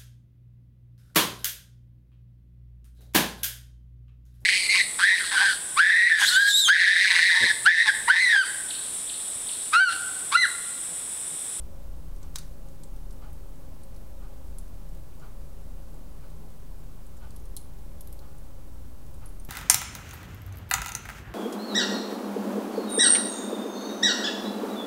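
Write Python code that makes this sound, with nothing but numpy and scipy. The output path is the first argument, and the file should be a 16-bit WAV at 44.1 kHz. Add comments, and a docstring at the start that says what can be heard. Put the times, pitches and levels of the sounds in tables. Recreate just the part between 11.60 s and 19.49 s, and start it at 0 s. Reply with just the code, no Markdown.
"""First comes a low rumble: air drawn up the flue of a brick fireplace, over a faint hum.
A low wood fire burns there. Charred fibres snap now and then, ring briefly and echo off the bricks;
gas pockets knock, coals tick and the flame flutters softly. Across the room a clock ticks once a second.
The small camera adds its own hiss and a thin whine."""
import sys
import numpy as np
from scipy import signal
from scipy.fft import rfft, irfft, next_fast_len
from scipy.io import wavfile
from scipy.ndimage import map_coordinates

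SR = 44100
rng = np.random.default_rng(int(sys.argv[2]) if len(sys.argv) > 2 else 0)


def int16_out(signal):
    """Quantize to a 16-bit WAV file."""
    q = np.round(np.clip(np.atleast_2d(signal).T, -1, 1) * 32767)
    wavfile.write(sys.argv[1], SR, q.astype(np.int16))


N = 347949
TIME = np.arange(N) / SR
CLICK_HZ = np.fft.rfftfreq(1024, 1 / SR)  # the frequencies on which clicks are shaped


def amp(db):
    """Turn decibels into a number to multiply by."""
    return 10 ** (np.asarray(db) / 20)


def unit(x):
    """Scale a sound to an average strength (rms) of 1."""
    return x / np.sqrt(np.mean(x ** 2) + 1e-30)


def filtered(x, response):
    """Turn each frequency f in a sound up or down by response(f)."""
    size = next_fast_len(len(x) + 8192)
    return irfft(rfft(x, size) * response(np.fft.rfftfreq(size, 1 / SR)), size)[:len(x)]


def noise(points):
    """Noise of strength 1, its tone shaped by rows of f/Hz, relative level/dB."""
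    hz, db = np.transpose(points)
    white = rng.standard_normal(N)
    return unit(filtered(white, lambda f: amp(np.interp(np.log(f + 1), np.log(hz), db))))


def wobble(rate):
    """A smooth curve through `rate` random values a second."""
    return map_coordinates(rng.standard_normal(int(N * rate / SR) + 4), [TIME * rate])


def wavering(tones):
    """Tones that drift at random; the wider a tone, the faster it wavers."""
    track = np.zeros(N)
    for hz, db, width in tones:
        phase = 2 * np.pi * hz * TIME
        track += amp(db) * unit(wobble(width) * np.cos(phase) + wobble(width) * np.sin(phase))
    return track


def impulse(gain):
    """A click of energy 1 whose frequencies have the strengths in `gain`."""
    cepstrum = irfft(np.log(gain / gain.max() + 1e-4))
    half = len(cepstrum) // 2
    folded = np.r_[cepstrum[0], 2 * cepstrum[1:half]]  # packs the energy at the start of the click
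    click = irfft(np.exp(rfft(folded, 2 * half)))
    return click / np.linalg.norm(click)


def resonance(hz, width_hz):
    """A steep peak of energy 1 around the pitch at which something rings."""
    gain = 1 / (1 + (2 * (CLICK_HZ - hz) / width_hz) ** 2)
    return gain / np.linalg.norm(gain)


def add(track, start_s, sound):
    """Mix a sound into the track at the given time."""
    part = track[max(round(start_s * SR), 0):][:len(sound)]
    part += sound[:len(part)]


# The tones in the hum: f/Hz, level/dB, width/Hz
HUM_TONES = [(523.6, -70, 14), (544.6, -68, 11), (571, -69.5, 26), (634, -73.5, 20), (821, -73, 28)]
# How far the hum is turned up or down: t/s, level/dB
HUM_CHANGES = [(0, 1), (2.7, 1.5), (3.2, -0.5), (4.6, -0.5), (5.2, -4), (6.2, -1.5), (6.7, 2), (7.2, -2),
               (7.89, -1.5)]

def hum():
    """A faint wavering hum that sinks after the first seconds and briefly swells again."""
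    change_db = np.interp(TIME, *np.transpose(HUM_CHANGES))
    return amp(change_db) * wavering(HUM_TONES)


# How hard the flue pulls air: t/s, relative level/dB
FLUE_PULL = [(0.0, -25), (0.11, -48.5), (0.7, -34), (1.16, -51.5), (1.34, -40.5), (2.4, -48.5), (3.01, -37),
             (3.07, -43.5), (5.47, -49.5), (5.91, -40), (7.47, -47.5), (7.89, -38.5)]
# The tone of the flue's rumble: f/Hz, relative level/dB
FLUE_RUMBLE = [(15, -24), (24, -18.5), (30, 4.5), (37, -1), (46, -20), (58, -11), (70, -12.5), (80, -16),
               (110, -28), (200, -37.5), (600, -106)]
# Low notes of flue and room, stirred by the draught: f/Hz, level/dB, width/Hz
BOOM_TONES = [(58.2, -51.5, 4), (84.15, -57, 8), (134, -60.5, 14), (157.4, -60, 5), (216, -67, 14),
              (266.7, -67.5, 7), (315, -71, 8), (396, -71, 7)]
# The steady murmur of the room: f/Hz, relative level/dB
ROOM_MURMUR = [(50, -10.5), (100, 0), (140, -2.5), (200, -5.5), (400, -12), (700, -17), (1100, -19),
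               (1900, -30.5), (4000, -47)]

def draught(level_db=-42.5, follow=0.53, murmur_db=-53):
    """Air drawn up the flue rumbles in slow surges over the room's murmur."""
    pull_db = np.interp(TIME, *np.transpose(FLUE_PULL))
    surge_db = follow * (pull_db - pull_db.mean())  # the rumble swings about half as far as the pull
    rumble = amp(level_db + surge_db) * noise(FLUE_RUMBLE)
    return rumble + wavering(BOOM_TONES) + amp(murmur_db) * noise(ROOM_MURMUR)


# The notes at which the clock's case rings: f/Hz, width/Hz, relative level/dB
CASE_NOTES = [(604, 130, -0.5), (830, 210, 1), (1206, 135, 3.5), (1454, 160, 0.5), (2230, 1200, -12),
              (3050, 370, -12), (3950, 370, -17.5), (4570, 370, -13.5)]

def clock(first_s=0.641, tick_db=-55.0, tock_db=-59.5, rise_s=0.03, fade_s=0.35):
    """Tock and tick take turns, one a second, ringing in the case and blurred by the room."""
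    def case(f):
        peaks = (amp(db) / (1 + 2 * ((f - hz) / width) ** 2) for hz, width, db in CASE_NOTES)
        return np.sqrt(sum(peak ** 2 for peak in peaks))

    loudness = np.zeros(N)
    for beat in range(N // SR + 1):
        age = TIME - first_s - beat
        rise = np.exp(-(np.minimum(age, 0) / rise_s) ** 2)
        fade = amp(-60 * np.maximum(age, 0) / fade_s)  # a fade time is the time to drop by 60 dB
        loudness += amp(tick_db if beat % 2 else tock_db) * rise * fade
    return loudness * unit(filtered(rng.standard_normal(N), case))


# Soft flares of the flame: t/s, level/dB
FLAME_FLARES = [(0.15, -54), (4.37, -54), (4.84, -55.5)]
# The tone of a flare: f/Hz, relative level/dB
FLAME_FLUTTER = [(60, -10), (130, 3.5), (250, -2), (450, -5), (800, -9.5), (1300, -21), (2500, -45)]

def flame(swell_s=0.053):
    """The flame flares now and then with a soft, low flutter."""
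    loudness = sum(amp(db) * np.exp(-((TIME - s) / swell_s) ** 2) for s, db in FLAME_FLARES)
    return loudness * noise(FLAME_FLUTTER)


def firebox(click, tear_fade_s, break_db=-6, walls_db=1.0, room_db=-7.5):
    """A sharp break and a brief tearing burst, then quick echoes off the bricks and the room's tail."""
    walls_fade_s, room_fade_s, room_rise_s = .044, .3, .012
    t = np.arange(SR // 3) / SR
    tear, walls, room = rng.standard_normal((3, len(t)))
    tear = tear * amp(-60 * t / tear_fade_s)
    walls = walls * np.abs(walls)  # a few strong echoes stand out
    walls = walls * amp(-60 * t / walls_fade_s) * (t > .001)
    room = room * amp(-60 * t / room_fade_s) * (1 - np.exp(-t / room_rise_s))
    paths = (1. * (t == 0), tear, walls, room)
    direct, torn, echoes, tail = (unit(signal.fftconvolve(click, path)) for path in paths)
    sound = amp(break_db) * direct + torn + amp(walls_db) * echoes + amp(room_db) * tail
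    return sound / np.linalg.norm(sound)


def crack(hz, sharpness, second_hz, second_db, snap_db, tear_fade_s, thin_hz=3300, dull_hz=10200):
    """One fibre breaks: a bright snap and two ringing notes; the splinter is too small to give off bass. In the
    heavy cracks the second note, near 4 kHz, is the log's body ringing."""
    snap = 1 / np.sqrt(1 + (CLICK_HZ / dull_hz) ** 6)
    bass_cut = 1 / np.sqrt(1 + (thin_hz / (CLICK_HZ + 1)) ** 12)
    snap = amp(snap_db) * snap / np.linalg.norm(bass_cut * snap)
    main_note = resonance(hz, hz / sharpness)
    second_note = amp(second_db) * resonance(second_hz, second_hz / sharpness)
    ring = np.hypot(main_note, second_note)
    gain = bass_cut * np.hypot(ring, snap)
    return np.linalg.norm(gain) * firebox(impulse(gain), tear_fade_s)


def embers(count=28, level_db=-47, spread_db=7, lowest_hz=7000, range_hz=5000):
    """Glowing coals give tiny ticks at random, most of them barely above the hiss."""
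    track = np.zeros(N)
    for when, size, pitch in rng.random((count, 3)):
        hz = lowest_hz + range_hz * pitch
        tick = crack(hz, sharpness=6, second_hz=.7 * hz, second_db=-4, snap_db=-1, tear_fade_s=0.0099)
        add(track, when * N / SR, amp(level_db + spread_db * size ** 2) * tick)
    return track


# Snapping fibres, and among the faintest rows a few tiny ticks of the coals: t/s, relative level/dB, f/Hz,
# sharpness (higher rings longer), second note f/Hz, second note level/dB, snap level/dB (both compared with the
# main note), tearing fade t/s
CRACKS = [(0.5631, -68, 6100, 4, 9500, -2, 1, .006), (0.6298, -60, 5670, 5, 7900, -4, 0, .011),
          (0.7538, -57, 10100, 4, 4200, -6, -2, .02), (0.7578, -40.5, 6000, 3.8, 3930, -1.5, 3, .018),
          (0.785, -48.5, 9000, 3.5, 4300, -1.5, 4, .008), (1.0862, -67, 8640, 6, 6800, -2, 0, .008),
          (1.2354, -52.5, 8300, 2.6, 3600, -13, -10, 0.0086),
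          (1.3632, -68, 8650, 4, 3000, 7, -1, .011), (1.508, -63, 9200, 4.5, 5260, -2, -1, .006),
          (1.5266, -63, 10900, 7, 8800, -4, -6, .008), (1.7309, -63, 11800, 4, 9200, -4, -3, .006),
          (2.235, -59, 8900, 4.9, 4300, -16, -8, .008), (2.363, -65.5, 11200, 9.2, 4350, -3, 0, .011),
          (2.985, -48.5, 10300, 3.6, 7700, -7, -10, 0.0087), (3.3482, -68, 8620, 4, 14500, 2, 1, .008),
          (4.342, -68, 7750, 5, 9800, -2, -2, .011), (5.465, -67, 10200, 5, 8100, 1, -3, .011),
          (5.574, -69, 5870, 8, 7300, 2, -5, .011), (5.7062, -63, 8500, 4, 4800, -2, -1, .009),
          (5.7628, -55.5, 11280, 11, 8500, -7, -4.5, 0.0074), (5.855, -64, 9400, 4, 7200, -8, 0, .009),
          (5.9658, -41.5, 10300, 1.9, 3760, -9, -11, 0.017),
          (5.9708, -43.5, 10200, 9, 4160, -10, -9, 0.008),
          (6.4085, -49.5, 11900, 6, 9700, -6, -9, 0.014),
          (6.473, -53, 11900, 6.5, 9700, -10, -8, .009),
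          (6.5275, -53.5, 11900, 7, 8900, -2.5, -9, .007),
          (6.5912, -62, 11800, 4.5, 4340, -2, -1, .009), (6.783, -65, 9800, 5, 7500, -8, -4, .011),
          (7.5437, -69, 9480, 5, 7500, -2, -4, .008), (7.659, -50, 10740, 16, 9140, -8, -23, .013),
          (7.6903, -67, 11500, 5, 8700, -2, -5, .011), (7.798, -55, 8980, 16, 6160, -8, -21, .006),
          (7.849, -52.5, 11600, 7, 6800, -14, -9, .008)]
# Gas pockets that burst: t/s, relative level/dB
GAS_POPS = [(0.7574, -47.5), (.786, -68)]

def logs(crack_boost_db=28, pop_boost_db=30.0, pop_hz=1600, pop_width_hz=1650, pop_fade_s=0.013):
    """Charred fibres in the logs snap, a few coals tick, and pockets of gas burst with a hollow knock."""
    track = np.zeros(N)
    for start_s, db, *fibre in CRACKS:
        add(track, start_s, amp(crack_boost_db + db) * crack(*fibre))
    knock = impulse(resonance(pop_hz, pop_width_hz))
    for start_s, db in GAS_POPS:
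        pop = firebox(knock, pop_fade_s, walls_db=-1.0, room_db=-1.5)
        add(track, start_s, amp(pop_boost_db + db) * pop)
    return track


def scene():
    """Fire, clock and room together in one channel."""
    return (logs() + embers() + flame() + clock() + draught() + hum())[None]


# The tone of the microphone's hiss: f/Hz, relative level/dB
MIC_HISS = [(200, -3.5), (2500, 2), (4000, 1.5), (7000, 1), (12000, 1.5), (15500, 2.5)]

def record(dry, hiss_db=-61.0, whine_hz=8640, whine_db=-81.5, waver=0.94, top_hz=15850, offset=-.0204):
    """The camera adds hiss and a thin whine, cuts the highest treble and shifts the wave off zero."""
    whine = unit(np.sin(2 * np.pi * whine_hz * TIME + waver * wobble(13)))
    sound = dry[0] + amp(hiss_db) * noise(MIC_HISS) + amp(whine_db) * whine
    return filtered(sound, lambda f: f < top_hz)[None] + offset


dry = scene()
out = record(dry)
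int16_out(out)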